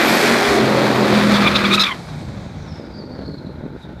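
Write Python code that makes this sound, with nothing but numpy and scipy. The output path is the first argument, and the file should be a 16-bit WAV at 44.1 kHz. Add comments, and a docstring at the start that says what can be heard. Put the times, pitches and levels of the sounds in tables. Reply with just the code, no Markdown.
"""A turbocharged V8 drag car does a rolling burnout down a concrete runway, away from the microphone.
Close by, its firings make the exhaust roar over the scrub of spinning tyres, which squeal as they grip.
The throttle shuts near 1.9 s: the revs sink, the turbo whistles down and, farther off, the pipes
burble and pop with unburnt fuel over the rolling tyres. Light wind rumbles on the microphone."""
import sys
import numpy as np
from scipy import signal
from scipy.fft import rfft, irfft
from scipy.io import wavfile

SR = 44100
rng = np.random.default_rng(int(sys.argv[2]) if len(sys.argv) > 2 else 0)


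def master(y):
    """Save y as 16-bit WAV."""
    cut = np.clip(np.atleast_2d(y).T, -1, 1)
    pcm = np.round(cut * 32767)  # scale
    wavfile.write(sys.argv[1], SR, pcm.astype(np.int16))


N = 176400
T = np.arange(N) / SR
# fade from the near to the distant sound of tyres and turbo: (time [s], far share [0-1])
FAR_SHARE = [(2.4, 0), (3.2, 1)]


def exhaust_roar(cycles):
    """The V8 under load, close by: harmonics of the engine cycle and the rasp of its gas puffs."""
    # exhaust harmonics: (multiple of the cycle rate, relative level [dB])
    orders = [(2, -25), (3, -11), (4, -10), (5, 3), (6, -8.5), (7, -19.5), (8, -10), (9, -11), (10, -26),
              (12, -11.5), (13, -15.5), (14, -18.5), (15, -25), (16, -14.5)]
    # swell of the note, and of the rasp before its trim: (time [s], level [dB])
    note_db = [(0, -35), (.13, -16), (.19, -29.5), (.3, -17.5), (.47, -29), (.64, -17.5), (.85, -22),
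               (1.05, -18), (1.29, -14), (1.53, -20), (1.73, -18), (1.85, -29.5), (1.95, -50), (2.1, -78)]
    rasp_db = [(0, -17), (.25, -16), (.45, -18), (.56, -16), (.62, -16.5), (.85, -14), (1.05, -15),
               (1.25, -19), (1.42, -18.5), (1.57, -24.5), (1.73, -30), (1.8, -27), (1.87, -41), (1.95, -41)]
    # colour of the puffs: (frequency [Hz], relative level [dB])
    rasp_spectrum = [(70, -49), (130, -10.5), (200, -7), (280, 0.5), (380, -0.5), (450, -4), (540, -0.5),
                     (720, -6.5), (950, -8.5), (1500, -19), (3000, -55)]
    note = gain_curve(note_db) * partials(cycles, orders, flutter_db=2.4, flutter_hz=24, smear_rad=0.27)
    throttle = np.interp(T, [1.88, 2.0], [1, 0])
    rasp = noise(rasp_spectrum, firing_gate(cycles, sharpness=2.8, uneven_db=1.0))
    return note + throttle * gain_curve(rasp_db, trim_db=-2) * rasp


def exhaust_barks(cycles):
    """Single harmonics swell and fade as the tailpipes swing past the microphone."""
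    # barks: (multiple of the cycle rate, centre [s], half width [s], level [dB])
    barks = [(9, 0.54, 0.11, -19.5), (7, 0.547, .04, -20.5), (9, 0.31, 0.11, -25.5),
             (16, 0.54, 0.084, -26.5), (17, 0.395, 0.043, -24.5), (13, 0.76, 0.1, -22),
             (13, 1.05, .15, -25.5), (9, 1.07, 0.064, -27.5), (3, 0.87, 0.28, -29.5), (8, 1.31, 0.07, -31),
             (9, 1.687, 0.057, -25)]
    return sum(swell(centre, half_width, db)
               * partials(cycles, [(k, 0)], flutter_db=4.0, flutter_hz=30.4, smear_rad=0.57)
               for k, centre, half_width, db in barks)


def exhaust_coasting(cycles, cycle_hz):
    """Off the throttle, sinking harmonics pass through the pipe's boom while uneven firings burble."""
    # exhaust harmonics: (multiple of the cycle rate, relative level [dB])
    orders = [(3, -13.5), (4, -11), (5, -3.5), (6, -9.5), (8, -9), (9, -8), (12, -10.5), (14, -21)]
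    # swell of the note and of the burble: (time [s], level [dB])
    note_db = [(1.8, -59), (1.95, -39), (2.14, -33), (2.28, -32.5), (2.42, -32.5), (2.5, -41), (2.58, -30),
               (2.65, -38), (2.71, -28.5), (2.78, -37.5), (2.9, -42), (3.12, -37.5), (3.28, -32),
               (3.4, -39), (3.6, -36), (3.83, -42.5), (3.96, -37.5), (4, -36)]
    burble_db = [(1.8, -42), (1.97, -35), (2.1, -45), (2.25, -36.5), (2.5, -36), (2.77, -38.5), (2.85, -33),
                 (2.91, -40.5), (3.03, -30), (3.22, -33), (3.31, -32), (3.39, -36.5), (3.48, -30),
                 (3.55, -36.5), (3.65, -29), (3.69, -38), (3.75, -34), (3.81, -48.5), (3.89, -33.5),
                 (4, -41.5)]
    # colour of the burble: (frequency [Hz], relative level [dB])
    burble_spectrum = [(30, -28), (45, -16), (65, -21), (150, 4), (260, 5.5), (420, -2), (600, -3.5),
                       (800, -22.5), (1100, -18), (1450, -24.5), (2200, -28.5), (2900, -55), (4000, -44),
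                       (8000, -66)]
    pipe_hz, width_octaves, peak_db = 147.76, 0.62, 8

    def boom(k):
        return peak_db * np.exp(-(np.log2(k * cycle_hz / pipe_hz) / width_octaves) ** 2)
    note = partials(cycles, orders, flutter_db=2.5, flutter_hz=15.93, smear_rad=0.29, boost_db=boom)
    burble = noise(burble_spectrum, firing_gate(cycles, sharpness=2.1, uneven_db=3.5))
    return gain_curve(note_db) * note + gain_curve(burble_db) * burble


def exhaust_pops():
    """Unburnt fuel goes off in the distant pipe: one rounded, heavily damped swing each."""
    # pops: (time [s], peak level [dB])
    pops = [(2.83, -28), (3.04, -22), (3.1, -27), (3.11, -20), (3.191, -17.5), (3.288, -18.5), (3.61, -18),
            (3.734, -28), (3.75, -25), (3.763, -21)]
    ring_hz, decay_s = 318.7, .0008
    out = np.zeros(N)
    for start, db in pops:
        age = np.maximum(T - start, 0)
        decays = np.minimum(age / decay_s, 50)
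        out += from_db(db) * np.sin(2 * np.pi * ring_hz * age) * decays * np.exp(1 - decays)
    return out


def exhaust_spits(cycles):
    """Short runs of very uneven firings crackle brightly from the pipes."""
    # runs: (centre [s], half width [s], level [dB])
    spits = [(2.863, 0.024, -46), (3.207, 0.032, -39), (3.886, 0.025, -46)]
    # colour of the crackle: (frequency [Hz], relative level [dB])
    spectrum = [(350, -5), (600, 8.5), (1100, -9), (1450, -1), (2200, -15), (2900, -18), (4000, -13),
                (9000, -48)]
    level = sum(swell(*spit) for spit in spits)
    return level * noise(spectrum, firing_gate(cycles, sharpness=1.2, uneven_db=5.5))


def tyres(cycles):
    """Spinning rubber scrubs in a rush of air, shaken by the engine, then rolls and dulls with distance."""
    # scrub, rush of air from turbo and tyres, and rolling: (time [s], level [dB])
    scrub_db = [(0, -17), (.28, -16.5), (.5, -19), (.62, -22.5), (.85, -21), (1, -23), (1.14, -19.5),
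                (1.3, -20.5), (1.35, -18), (1.45, -20), (1.52, -21.5), (1.75, -22.5), (1.87, -23),
                (1.96, -41), (2.1, -71)]
    rush_db = [(0, -34), (.1, -27), (.28, -27), (.4, -31.5), (.56, -30.5), (.6, -38), (1.05, -40),
               (1.35, -34), (1.52, -56), (1.7, -44), (1.75, -23.5), (1.77, -43), (1.83, -40.5), (1.9, -49),
               (2.1, -52.5), (2.5, -64.5), (2.9, -74), (3.3, -64), (3.75, -74), (3.83, -60), (3.87, -73),
               (4, -69)]
    roll_db = [(1.8, -58), (1.95, -38), (2.3, -40), (2.6, -42.5), (2.85, -43.5), (3.05, -46.5),
               (3.2, -48.5), (3.4, -47), (4, -46)]
    # their colours at the microphone: (frequency [Hz], relative level [dB])
    scrub_behind = [(400, -56), (750, -9), (1200, 0.5), (1800, -3), (2400, -4), (2850, -12), (3500, -8.5),
                    (4200, -9), (5500, -19), (8000, -28), (15000, -36.5)]
    scrub_beside = [(400, -16), (750, -2), (1000, -4.5), (1700, -0.5), (2400, -3), (2850, -11), (3500, -7),
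                    (4200, -11.5), (5500, -18), (8000, -29), (15000, -32)]
    rush_spectrum = [(2800, -30), (4200, 8), (6000, 0.5), (8000, -2), (11000, -8.5), (13000, -10),
                     (15500, -37)]
    roll_near = [(200, -29.5), (650, 1), (1100, -6.5), (1500, -7.5), (1800, -11), (2300, -9.5), (2850, -21),
                 (3800, -10.5), (5200, -20.5), (8000, -30), (14000, -50)]
    roll_far = [(200, -6), (650, -3.5), (900, 5), (1130, -11.5), (1450, 1), (1800, -9.5), (2300, -11),
                (2850, -21), (3800, -13), (5200, -25), (8000, -38), (14000, -46)]
    # the microphone is beside the car, then behind it: (time [s], side share [0-1])
    side_share = [(.4, 0.93), (.7, 0)]
    shake = firing_gate(cycles, sharpness=0.81, uneven_db=0.0) * from_db(0.92 * drift(16))
    bumps = from_db(1.2 * drift(25))
    scrub = blend(noise(scrub_behind, shake), noise(scrub_beside, shake), in_time(side_share))
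    roll = blend(noise(roll_near, bumps), noise(roll_far, bumps), in_time(FAR_SHARE))
    rush = noise(rush_spectrum, firing_gate(cycles, sharpness=0.56, uneven_db=0.2))
    return gain_curve(scrub_db) * scrub + gain_curve(rush_db) * rush + gain_curve(roll_db) * roll


def tyre_squeal():
    """The tread sticks and slips on the concrete: a rough, jittering tone with hard bites."""
    # stick-slip rate: (time [s], pitch [Hz])
    pitch = [(1.3, 1170), (1.47, 1201), (1.56, 1270.5), (1.7, 1179.5), (1.75, 1276), (1.82, 1263.5),
             (1.87, 1168), (1.93, 1018)]
    # surges of the squeal: (time [s], level [dB])
    squeal_db = [(1.1, -60), (1.33, -30), (1.42, -30), (1.478, -13.5), (1.51, -51), (1.56, -13),
                 (1.59, -40), (1.655, -17), (1.68, -34), (1.73, -14), (1.755, -18), (1.765, -36),
                 (1.78, -17.5), (1.82, -21.5), (1.88, -25.5), (1.9, -23), (1.92, -23), (1.955, -47),
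                 (2.05, -92)]
    # its harmonics: (multiple of the pitch, relative level [dB])
    harmonics = [(1, -0.5), (2, -1.5), (3, -3)]
    jitter = 1 + 0.0442 * drift(229.6)
    turns = np.cumsum(in_time(pitch) * jitter) / SR
    bites = tyre_bites(turns)
    tone = partials(turns, harmonics, flutter_db=4, flutter_hz=131, smear_rad=0.67)
    return bites + gain_curve(squeal_db) * tone


def tyre_bites(turns):
    """The rubber bites hard and throws the squeal's energy into higher partials: brief screeches."""
    # bites: (start [s], length [s], level [dB], leading partial)
    bites = [(1.337, 0.038, -23, 3), (1.464, 0.022, -16.5, 2), (1.553, 0.02, -18, 3),
             (1.655, 0.0097, -28, 3), (1.714, 0.0062, -23, 2), (1.732, 0.027, -17, 3),
             (1.795, 0.033, -13.5, 3), (1.835, 0.012, -16, 3), (1.865, 0.0094, -20, 2),
             (1.914, 0.014, -26.5, 2)]
    fall_db, floor_db, edge_s = 10, -31.5, 0.0032
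    screech = {}
    for lead in sorted({row[-1] for row in bites}):
        harmonics = [(k, max(-fall_db * abs(k - lead), floor_db)) for k in range(1, 11)]
        screech[lead] = partials(turns, harmonics, flutter_db=1.5, flutter_hz=221, smear_rad=0.83)
    out = np.zeros(N)
    for start, length, db, lead in bites:
        inside_s = np.minimum(T - start, start + length - T)
        out += from_db(db) * np.clip(inside_s / edge_s + .5, 0, 1) * screech[lead]
    return out


def turbo():
    """A narrow, fluttering whistle under boost that turns breathy and sinks as the wheel runs down."""
    # whistle of the wheel: (time [s], pitch [Hz], level [dB])
    spool = [(0, 13100, -50), (.04, 13200, -35), (.17, 13100, -38), (.35, 12200, -54), (.5, 11640, -61),
             (.95, 12100, -52), (1.45, 12000, -68), (1.9, 11500, -76), (2.2, 8000, -72), (2.58, 6040, -70),
             (2.71, 5397, -49.5), (2.87, 4920, -57), (3, 4650, -43.5), (3.13, 4480, -54), (3.3, 4340, -45),
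             (3.55, 4020, -59.5), (3.76, 3856, -66), (3.84, 3727, -47.5), (3.9, 3680, -72), (4, 3590, -57)]
    # breathy swish round the whistle: (time [s], level [dB])
    swish_db = [(1.8, -76), (2.05, -71), (2.22, -64), (2.45, -69), (2.7, -61), (2.9, -63), (3.3, -49.5),
                (3.6, -64), (3.83, -65), (4, -71)]
    breathiness = np.interp(T, [.15, .7], [0, 1])
    wobble = 1 + breathiness * 0.022 * drift(110)
    turns = np.cumsum(in_time(spool) * wobble) / SR
    clean = partials(turns, [(0.98, 0)], flutter_db=1, flutter_hz=60, smear_rad=.8)
    whistle = blend(clean, narrow_noise(turns, width_hz=110), breathiness)
    flutter = rms_one(from_db(3 * np.minimum(drift(28), 1.5)))
    swish = blend(narrow_noise(turns, width_hz=920), narrow_noise(turns, width_hz=380), in_time(FAR_SHARE))
    return flutter * (from_db(in_time(spool, column=2)) * whistle + gain_curve(swish_db) * swish)


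def wind():
    """Light gusts rumble on the microphone over a faint, steady hiss."""
    # colour of the rumble: (frequency [Hz], relative level [dB])
    spectrum = [(20, -21), (40, -22), (62, -2), (100, -6), (200, -12), (800, -44)]
    # its strength before the random gusts: (time [s], level [dB])
    wind_db = [(0, -44.5), (.9, -42), (1.2, -35.5), (1.5, -34), (1.9, -46), (2.15, -37.5), (2.27, -32),
               (2.5, -35.5), (3, -42), (4, -42)]
    rumble = gain_curve(wind_db, trim_db=2.64 * drift(3.7)) * noise(spectrum)
    hiss = from_db(-74) * noise([(3000, 0), (8000, -5), (15000, -4)])
    return rumble + hiss


def firing_gate(cycles, sharpness, uneven_db, cylinders=8):
    """A decaying puff per firing, its strength set by the cylinder and by chance."""
    # strength of each firing in the cycle: (level [dB])
    cylinder_db = [-3.5, -2.5, -2, -4.5, -1.5, -1.5, -2.5, -4]
    firing, elapsed = np.divmod(cycles * cylinders, 1)
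    firing = firing.astype(int)
    chance = np.minimum(rng.standard_normal(N), 1.3)
    strength = from_db(np.array(cylinder_db)[firing % cylinders] + uneven_db * chance[firing])
    return strength * np.exp(-sharpness * elapsed)


def partials(turns, levels, flutter_db, flutter_hz, smear_rad, boost_db=lambda k: 0):
    """Multiples of a pitch, each fluttering in level and phase; unit power."""
    out = np.zeros(N)
    for k, db in levels:
        gain = from_db(db + boost_db(k) + flutter_db * drift(flutter_hz))
        out += gain * np.sin(2 * np.pi * (k * turns + rng.random()) + smear_rad * drift(flutter_hz))
    return rms_one(out)


def noise(spectrum, gate=1):
    """White noise, gated and then given a spectrum; unit power."""
    hz = np.fft.rfftfreq(N, 1 / SR) + 1
    points_hz, db = np.transpose(spectrum)
    colour = from_db(np.interp(np.log(hz), np.log(points_hz), db))
    skirts = np.minimum(hz / points_hz[0], 1) ** 2 * np.minimum(points_hz[-1] / hz, 1) ** 2
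    return rms_one(irfft(rfft(gate * rng.standard_normal(N)) * skirts * colour, N))


def narrow_noise(turns, width_hz):
    """A band of noise round a moving pitch; unit power."""
    phase = 2 * np.pi * turns
    return rms_one(drift(width_hz) * np.sin(phase) + drift(width_hz) * np.cos(phase))


def drift(rate_hz):
    """Random wander with spread 1, mostly slower than rate_hz."""
    step = 6
    size = N // step
    hz = np.fft.rfftfreq(size, step / SR)
    slow = irfft(rfft(rng.standard_normal(size)) / (1 + (hz / rate_hz) ** 2), size)
    return np.interp(np.arange(N) / step, np.arange(size), rms_one(slow))


def blend(a, b, share):
    """Equal-power fade from a to b."""
    share = np.clip(share, 0, 1)
    return np.sqrt(1 - share) * a + np.sqrt(share) * b


def swell(centre_s, half_width_s, db):
    """A bell-shaped rise and fall of gain."""
    return from_db(db) * np.exp(-((T - centre_s) / half_width_s) ** 2 / 2)


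def gain_curve(rows, trim_db=0):
    """A level curve as gain at every sample."""
    return from_db(in_time(rows) + trim_db)


def in_time(rows, column=1):
    """One column of a curve at every sample."""
    rows = np.array(rows)
    return np.interp(T, rows[:, 0], rows[:, column])


def from_db(db):
    """Decibels to gain."""
    return 10 ** (np.asarray(db) / 20)


def rms_one(x):
    """Scale to unit power."""
    return x / np.sqrt(np.mean(x ** 2) + 1e-20)


def scene():
    """The car and the wind from one spot on the runway, alike in both channels."""
    # revs as the pitch of the engine cycle's fifth harmonic: (time [s], pitch [Hz])
    engine_note = [(0, 220.5), (.14, 226.1), (.3, 233), (.47, 227), (.62, 217), (.85, 211), (1.05, 209.7),
                   (1.28, 206.4), (1.55, 201.9), (1.8, 200.7), (2.03, 170), (2.3, 124.5), (2.45, 105.9),
                   (2.6, 92.16), (3.1, 82.25), (4, 74.28)]
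    cycle_hz = in_time(engine_note) / 5 * (1 + .004 * drift(12))
    cycles = np.cumsum(cycle_hz) / SR
    exhaust = exhaust_roar(cycles) + exhaust_barks(cycles)
    exhaust += exhaust_coasting(cycles, cycle_hz) + exhaust_pops() + exhaust_spits(cycles)
    air = wind()
    return np.tile(exhaust + tyres(cycles) + tyre_squeal() + turbo() + air, (2, 1))


def record(dry):
    """The recorder rounds off the peaks and cuts the highest treble."""
    ceiling, stop_hz = .75, 15800
    rounded = dry / (1 + (dry / ceiling) ** 6) ** (1 / 6)
    return signal.sosfilt(signal.cheby2(16, 60, stop_hz, fs=SR, output="sos"), rounded)


dry = scene()
out = record(dry)
master(out)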